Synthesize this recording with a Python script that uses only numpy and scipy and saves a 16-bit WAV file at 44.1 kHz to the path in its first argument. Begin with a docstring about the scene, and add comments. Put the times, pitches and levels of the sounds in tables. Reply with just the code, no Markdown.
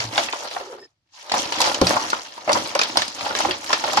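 """Hissing, tumbling and knocking: loose soil is sieved in a plastic crate over a tub, outdoors.
Fine grains hiss through the slots, crumbs tick on the slats and clods roll on the crate's floor.
The shaken crate knocks on the rim, its lattice clacks, and once it lands heavily on the booming tub.
Loaded plastic groans; two brief, thin, flickering high tones sound near 0.8 s.
The shaking rests for a moment while the crate is tipped."""
import sys
import numpy as np
from scipy import signal
from scipy.fft import rfft, irfft, next_fast_len
from scipy.io import wavfile

SR = 44100
rng = np.random.default_rng(int(sys.argv[2]) if len(sys.argv) > 2 else 0)


def unload_wav(signal):
    """Save mono or channel-first audio to the path in sys.argv[1] as 16-bit WAV at rate SR, clipped to [-1, 1]."""
    wavfile.write(
        sys.argv[1],
        SR,
        np.round(np.clip(np.atleast_2d(signal).T, -1, 1) * 32767).astype(np.int16),
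    )


N = 176400
TIME = np.arange(N) / SR
HIT_T = np.arange(int(0.2 * SR)) / SR

# soil flow through the slots: t/s, level/dB
SOIL_FLOW = [(0, -33.5), (0.09, -45), (0.2, -32), (0.31, -43.5), (0.44, -41.5), (0.6, -46), (0.68, -51.5),
             (0.85, -62.5), (0.89, -78), (1.0, -97), (1.09, -79), (1.14, -57), (1.2, -50), (1.28, -51),
             (1.36, -31.5), (1.44, -35), (1.51, -42), (1.55, -31.5), (1.59, -35.5), (1.66, -27),
             (1.79, -43), (1.9, -31), (2.0, -34.5), (2.15, -40.5), (2.24, -46), (2.45, -50), (2.56, -34),
             (2.69, -38.5), (2.775, -41), (2.85, -37.5), (2.955, -40), (3.0, -33.5), (3.1, -45),
             (3.26, -37), (3.335, -41), (3.39, -31.5), (3.52, -38), (3.6, -47), (3.69, -35), (3.75, -37),
             (3.81, -38), (3.86, -34), (4.0, -35.5)]
# crate modes: f/Hz, level/dB, t60/s
CRATE_MODES = [(301.4, -11, 0.25), (554, -7.5, 0.42), (613, 2.5, 0.11), (722, 2, 0.072), (808, 1, 0.1),
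               (900, -1, 0.16), (1006, 1, 0.088), (1300, -3.5, 0.048), (1401, -1.5, 0.16)]
# stereo width: f/Hz, side over mid/dB
STEREO_WIDTH = [(50, -17), (200, -13), (450, -7), (800, -5), (1100, 1.5), (1600, 2.5), (12000, 0)]


def from_db(db):
    """Decibels to gain."""
    return 10 ** (np.asarray(db) / 20)


def unit_rms(x):
    """Scale to unit power."""
    return x / np.sqrt(np.mean(x ** 2) + 1e-20)


def unit_hit(x):
    """Scale to unit power over the first 12 ms."""
    return x / np.sqrt(np.mean(x[:, :int(0.012 * SR)] ** 2))


def envelope(curve):
    """Gain over time from rows of t/s, level/dB."""
    return from_db(np.interp(TIME, *np.transpose(curve)))


def db_at(spectrum, hz):
    """Read a spectrum on a log-frequency axis."""
    knots_hz, db = np.transpose(spectrum)
    return np.interp(np.log(hz + 1), np.log(knots_hz), db)


def decay(t, t60_s):
    """Exponential decay."""
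    return np.exp(-np.log(1000) * t / max(t60_s, 1e-3))


def drift(corner_hz):
    """Slow random wander of spread 1."""
    step, settle = 40, 500
    pole = np.exp(-2 * np.pi * corner_hz * step / SR)
    noise = rng.standard_normal(N // step + settle + 2)
    slow = signal.lfilter([1], [1, -2 * pole, pole * pole], noise)[settle:]
    return np.interp(np.arange(N) / step, np.arange(len(slow)), unit_rms(slow))


def coloured(pair, spectrum, focus_hz=1000, focus_db=0, tilt_db_oct=0):
    """Minimum-phase filter with a broad peak and treble tilt; mid and side in, left and right out."""
    n = pair.shape[1]
    size = 2 * next_fast_len(n // 2 + 2048)
    hz = np.arange(size // 2 + 1) * SR / size
    peak_db = focus_db * np.exp(-(2 * np.log2((hz + 1) / focus_hz)) ** 2)
    treble_db = tilt_db_oct * np.log2(np.maximum(hz / 2500, 1))
    cepstrum = irfft(np.log(from_db(db_at(spectrum, hz) + peak_db + treble_db)))
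    cepstrum[1:size // 2] *= 2
    cepstrum[size // 2 + 1:] = 0
    width = from_db(db_at(STEREO_WIDTH, hz))
    mid, side = rfft(pair, size) * np.exp(rfft(cepstrum)) / np.hypot(1, width)
    return irfft(np.array([mid + width * side, mid - width * side]))[:, :n]


def ring(force, hz, t60_s):
    """Resonator: a unit click starts a decaying sine of height 1."""
    r, w = from_db(-60 / (t60_s * SR)), 2 * np.pi * hz / SR
    return signal.lfilter([0, np.sin(w)], [1, -2 * r * np.cos(w), r * r], force + 1e-18)


def mode_pair(hz, t60_s):
    """One decaying mode; left and right differ in phase by the stereo width."""
    offset = np.arctan(from_db(db_at(STEREO_WIDTH, hz))) * rng.choice([-1, 1]) * np.array([[1], [-1]])
    return np.sin(2 * np.pi * (hz * HIT_T + rng.random()) + offset) * decay(HIT_T, t60_s)


def grains(per_s, t60_s, spread_db, dust_share):
    """Random impacts of uneven size, each a tiny noise burst, over smooth dust."""
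    sizes = from_db(spread_db * np.minimum(rng.exponential(1, N), 5))
    impacts = rng.random(N) < per_s / SR
    power = signal.lfilter([1], [1, -decay(2 / SR, t60_s)], impacts * sizes ** 2 + 1e-18)
    return np.sqrt(dust_share + (1 - dust_share) * power / power.mean()) * rng.standard_normal((2, N))


def burst(attack_s, t60_s, tail_db):
    """Dense ring of one blow, with a tail of scatter from the tub and the yard."""
    fall = np.hypot(decay(HIT_T, t60_s), from_db(tail_db) * decay(HIT_T, t60_s=0.27))
    return (1 - np.exp(-HIT_T / attack_s)) * fall * rng.standard_normal((2, len(HIT_T)))


def add(out, start_s, sound):
    """Mix a sound in at its time."""
    i = int(start_s * SR)
    out[:, i:i + sound.shape[1]] += sound[:, :N - i]


def air():
    """Still outdoor air: faint, steady noise."""
    # air spectrum: f/Hz, level/dB
    spectrum = [(25, -17), (110, 4.5), (250, -17), (600, -20), (1500, -19), (5000, -19), (13000, -42)]
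    return from_db(-76.5) * unit_rms(coloured(rng.standard_normal((2, N)), spectrum))


def groans_and_thin_tones():
    """Loaded plastic groans; two brief, thin, flickering high tones sound near 0.8 s."""
    # groans and the two tones above 1500 Hz: t/s, length/s, start f/Hz, end f/Hz, level/dB
    glides = [(0.331, 0.15, 599, 499, -39.5), (0.538, 0.33, 397, 396, -43.5), (0.672, 0.1, 517, 515, -42),
              (0.788, 0.081, 5060, 5180, -47), (0.81, 0.053, 1830, 1780, -52.5),
              (1.148, 0.1, 1020, 960, -58)]
    out, flicker_hz = 0, 42
    for start_s, length_s, start_hz, end_hz, db in glides:
        progress = np.clip((TIME - start_s) / length_s, 0, 1)
        phase = 2 * np.pi * np.cumsum(start_hz + (end_hz - start_hz) * progress) / SR
        tone = unit_rms(drift(flicker_hz) * np.sin(phase) + drift(flicker_hz) * np.cos(phase))
        swell = 2 * np.sqrt(progress * (1 - progress))
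        out += from_db(db) * swell * tone
    return out


def tub():
    """The tub booms under the landing crate and rumbles under falling soil."""
    # crate landings: t/s, level/dB
    landings = [(1.815, -3.5), (1.8315, -11.5), (2.97, -23), (3.452, -21), (3.973, -32)]
    # tub modes: f/Hz, level/dB, t60/s
    modes = [(81, -16.5, 0.25), (116.5, -19, 0.2), (179.3, -14.5, 0.2), (305, 11, 0.019), (404, 2, 0.025),
             (521, 3, 0.055), (750, -2, 0.042)]
    # rumble under the soil: t/s, level/dB
    rumble_curve = [(0, -48.5), (0.25, -43), (0.36, -65), (0.57, -71), (0.85, -66), (0.92, -92), (1.1, -88),
                    (1.27, -75), (1.35, -34), (1.53, -46), (1.63, -39.5), (1.78, -41.5), (1.88, -31.5),
                    (2.15, -45.5), (2.23, -66), (2.44, -56), (2.54, -28), (2.7, -46), (2.98, -44.5),
                    (3.13, -50), (3.46, -35), (3.62, -50.5), (3.74, -49), (4.0, -35.5)]
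    # tub noise spectrum: f/Hz, level/dB
    spectrum = [(20, -46), (45, -31.5), (75, 5), (110, 7.5), (150, 3.5), (210, 9.5), (320, 18.5),
                (700, -26)]
    out = np.zeros((2, N))
    boom = sum(from_db(db) * np.sin(2 * np.pi * hz * HIT_T) * decay(HIT_T, t60_s)
               for hz, db, t60_s in modes)
    boom *= np.exp(-HIT_T / 0.004) - 1
    for start_s, db in landings:
        blow = burst(attack_s=0.00082, t60_s=0.067, tail_db=-18)
        rattle = unit_hit(coloured(blow, spectrum, focus_hz=467, focus_db=21))
        add(out, start_s, from_db(db) * (boom + from_db(-14) * rattle))
    soil = grains(per_s=40, t60_s=0.059, spread_db=2.2, dust_share=0.44)
    rumble = from_db(1) * envelope(rumble_curve) * unit_rms(coloured(soil, spectrum))
    # the tub still rings, unevenly, as the scene opens
    hum_hz, hum_fade_s = 114, 0.12
    hum_db = -34 + 4 * drift(corner_hz=25)
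    hum = from_db(hum_db) * np.sin(2 * np.pi * hum_hz * TIME) * np.exp(-(TIME / hum_fade_s) ** 2)
    return out + hum + rumble


def clacks():
    """The lattice catches on the rim and snaps free: a crack, ringing ribs, then duller scatter."""
    # lattice snaps: t/s, relative level/dB, treble tilt/(dB/octave), t60/s
    snaps = [(0.002, -28, -2.5, 0.032), (0.1569, -33.5, -2.5, 0.03), (0.1779, -20, -3, 0.0095),
             (0.2354, -32.5, 5, 0.045), (0.285, -32, -34, 0.006), (0.3257, -31, -1, 0.012),
             (0.511, -38, -11, 0.023), (1.296, -35.5, -6, 0.032), (1.318, -24.5, 0.5, 0.036),
             (1.3396, -32.5, -2, 0.027), (1.3803, -34.5, 8, 0.028), (1.5227, -28, -2.5, 0.039),
             (1.5847, -32, -11, 0.035), (1.6039, -23.5, 8, 0.076), (1.6147, -20, 3.5, 0.075),
             (1.744, -26, 1, 0.055), (1.8132, -26, 4, 0.032), (1.8683, -20, -1, 0.015),
             (2.101, -29.5, 5, 0.078), (2.4921, -28.5, -5.5, 0.026), (2.518, -30, 6, 0.049),
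             (2.5295, -21.5, 8, 0.043), (2.75, -27.5, 1.5, 0.021), (2.791, -21.5, 0, 0.024),
             (2.814, -19.5, -3.5, 0.055), (2.833, -26.5, 3, 0.049), (2.9708, -18, 3.5, 0.013),
             (3.019, -24, -2, 0.061), (3.0793, -33.5, 4.5, 0.041), (3.2089, -32.5, -22, 0.042),
             (3.35, -26.5, -8.5, 0.11), (3.3875, -32, 4, 0.023), (3.509, -25.5, -6.5, 0.005),
             (3.729, -19.5, -2.5, 0.12), (3.931, -29.5, 4, 0.043), (3.971, -21.5, 0, 0.099)]
    # clack spectrum: f/Hz, level/dB
    spectrum = [(100, -19), (600, 2), (1500, 1.5), (3000, 2.5), (5000, 5), (6800, -3.5), (8500, -10.5),
                (13000, -22)]
    gain_db, attack_s, crack_delay_s, crack_width_s = 5, 0.0007, 0.0018, 0.0013
    out = np.zeros((2, N))
    lowpass = signal.butter(4, 6500, fs=SR, output="sos")
    rise = 1 - np.exp(-HIT_T / attack_s)
    crack_shape = np.exp(-((HIT_T - crack_delay_s) / crack_width_s) ** 2)
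    for start_s, db, tilt, t60_s in snaps:
        ribs = rise * sum(mode_pair(hz, t60_s=0.032) for hz in rng.uniform(1500, 12000, size=12))
        crack = crack_shape * rng.standard_normal((2, len(HIT_T)))
        scatter = signal.sosfilt(lowpass, burst(attack_s, t60_s, tail_db=-9))
        snap = scatter + from_db(-7) * unit_hit(ribs) + from_db(-1.5) * crack
        add(out, start_s, from_db(db + gain_db) * unit_hit(coloured(snap, spectrum, tilt_db_oct=tilt)))
    return out


def knocks():
    """A struck panel rings and wakes nearby crate modes; the shifting load damps and detunes them."""
    # dull blows on the rim: t/s, relative level/dB, panel f/Hz, t60/s
    blows = [(0.158, -27, 950, 0.029), (0.177, -13, 787, 0.038), (0.186, -12.5, 682, 0.054),
             (0.333, -17.5, 1030, 0.027), (0.564, -18, 720, 0.027), (1.316, -16.5, 905, 0.035),
             (1.338, -10, 828, 0.046), (1.363, -18, 730, .045), (1.521, -18.5, 930, 0.019),
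             (1.602, -11.5, 970, 0.052), (1.647, -16, 858, 0.19), (1.672, -18.5, 564, 0.032),
             (1.714, -16.5, 847, 0.023), (1.814, -11, 1046, 0.036), (1.906, -11.5, 594, 0.026),
             (1.931, -16, 746, 0.061), (1.966, -10.5, 1062, 0.043), (2.045, -21.5, 1020, 0.03),
             (2.13, -9.5, 1307, 0.021), (2.376, -27, 940, 0.036), (2.476, -13, 624, 0.1),
             (2.493, -7.5, 567, 0.072), (2.508, -12.5, 996, 0.046), (2.551, -12, 970, 0.095),
             (2.567, -15.5, 557, 0.063), (2.752, -10, 549, 0.065), (2.793, -13, 1304, 0.037),
             (2.957, -16.5, 800, 0.032), (2.971, -10.5, 1024, 0.013), (3.261, -15.5, 835, 0.07),
             (3.308, -18.5, 1400, 0.024), (3.403, -13, 924, 0.036), (3.448, -10, 798, 0.05),
             (3.485, -16, 362, 0.094), (3.701, -15, 1040, 0.078), (3.731, -10, 1310, 0.033),
             (3.838, -13, 832, 0.077), (3.883, -21, 710, 0.042), (3.935, -18, 796, 0.024),
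             (3.972, -6, 845, 0.056)]
    # thud spectrum: f/Hz, level/dB
    spectrum = [(30, -40), (150, -21.5), (300, -8.5), (550, -10), (1000, 1.5), (1500, -6), (2500, -12),
                (6000, -47.5)]
    gain_db, attack_s, falloff_db_oct = -6, 0.0015, 10
    free_t60_s = 0.06   # a blow this long leaves the modes their own t60
    out = np.zeros((2, N))
    rise = 1 - np.exp(-HIT_T / attack_s)
    for start_s, db, panel_hz, t60_s in blows:
        thud = coloured(burst(attack_s, t60_s, tail_db=-18), spectrum, focus_hz=panel_hz, focus_db=3)
        rings = 0
        for hz, mode_db, mode_t60_s in CRATE_MODES:
            drive_db = mode_db - falloff_db_oct * abs(np.log2(hz / panel_hz)) + rng.normal(0, 1.7)
            detuned_hz = hz * rng.normal(1, 0.012)
            rings += from_db(drive_db) * mode_pair(detuned_hz, mode_t60_s * t60_s / free_t60_s)
        panel = mode_pair(panel_hz, 1.09 * t60_s)
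        knock = unit_hit(thud) + from_db(-3) * unit_hit(rise * rings) + unit_hit(rise * panel)
        add(out, start_s, from_db(db + gain_db) * unit_hit(knock))
    return out


def tumbling():
    """Clods roll over the crate's floor and set its modes ringing."""
    # clod motion: t/s, level/dB
    motion = [(0, -28.5), (0.1, -39), (0.21, -26.5), (0.27, -49.5), (0.44, -30.5), (0.52, -40), (0.58, -29),
              (0.67, -44), (0.74, -38), (0.85, -58), (0.9, -75.5), (1.0, -93), (1.12, -82), (1.18, -61.5),
              (1.27, -43), (1.36, -26), (1.48, -36.5), (1.56, -34), (1.66, -22), (1.78, -32), (1.92, -23),
              (2.05, -33), (2.18, -32.5), (2.26, -50.5), (2.45, -40.5), (2.53, -21.5), (2.62, -32.5),
              (2.72, -40), (2.82, -34.5), (2.89, -35.5), (3.0, -30.5), (3.08, -48.5), (3.15, -40.5),
              (3.24, -31), (3.33, -32), (3.47, -28.5), (3.58, -41.5), (3.66, -40.5), (3.73, -30),
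              (3.81, -47), (3.86, -26.5), (4.0, -31)]
    # clod impact spectrum: f/Hz, level/dB
    spectrum = [(100, -20.5), (200, -19), (330, -5), (550, 4), (950, 6.5), (1300, 5), (2000, -5.5),
                (4000, -29)]
    force = coloured(grains(per_s=290, t60_s=0.045, spread_db=2.5, dust_share=0.1), spectrum)
    rings = sum(from_db(db) * ring(force, hz, t60_s) for hz, db, t60_s in CRATE_MODES)
    return from_db(-1) * envelope(motion) * unit_rms(unit_rms(force) + from_db(-5) * unit_rms(rings))


def crunching():
    """Coarse crumbs in the sliding soil tick one by one, each on a few of the slats."""
    # slat modes: f/Hz
    slats_hz = [1840, 2237, 2750, 3047, 3305, 4170, 4764, 5340, 5820]
    crumbs_per_s, spread_db = 220, 14
    crumbs = (rng.random(N) < crumbs_per_s / SR) * from_db(spread_db * rng.random(N))
    ticks = 0
    for hz in slats_hz:
        struck = rng.random(N) < 0.5
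        ticks += ring(crumbs * struck * rng.standard_normal((2, N)), hz, t60_s=0.014)
    return from_db(1) * envelope(SOIL_FLOW) * unit_rms(ticks)


def sifting():
    """Fine grains of six sizes hiss through the slots, each size in its own band and its own clumps."""
    # hiss spectrum: f/Hz, level/dB
    spectrum = [(300, -30.5), (900, 3), (1800, -7), (3200, -2.5), (5000, -2.5), (6600, -5.5), (8000, -13.5),
                (10000, -17), (13000, -25)]
    edges_hz = [250, 1500, 2500, 3700, 5200, 7500, 14000]
    hiss = 0
    for band_hz in zip(edges_hz, edges_hz[1:]):
        ticks = grains(per_s=700, t60_s=0.018, spread_db=3.2, dust_share=0.3)
        clumps_db = 3.5 * np.clip(drift(corner_hz=25), -2, 2)
        bandpass = signal.butter(2, band_hz, "band", fs=SR, output="sos")
        hiss += signal.sosfilt(bandpass, unit_rms(ticks * from_db(clumps_db)))
    return from_db(6.5) * envelope(SOIL_FLOW) * unit_rms(coloured(hiss, spectrum))


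def scene():
    """Soil, crate and tub sit a little to the right, over still air."""
    left_lag_s = 0.00008
    soil = sifting() + crunching() + tumbling()
    left, right = soil + groans_and_thin_tones() + knocks() + clacks() + tub()
    late_left = np.roll(left, int(left_lag_s * SR)) * (TIME > left_lag_s)
    return np.array([late_left, right]) + air()


def record(dry):
    """The highest peaks clip and the top is cut."""
    cutoff_hz = 13200
    lowpass = signal.ellip(10, 0.3, 70, cutoff_hz, fs=SR, output="sos")
    return signal.sosfilt(lowpass, np.clip(dry, -1, 1))


dry = scene()
out = record(dry)
unload_wav(out)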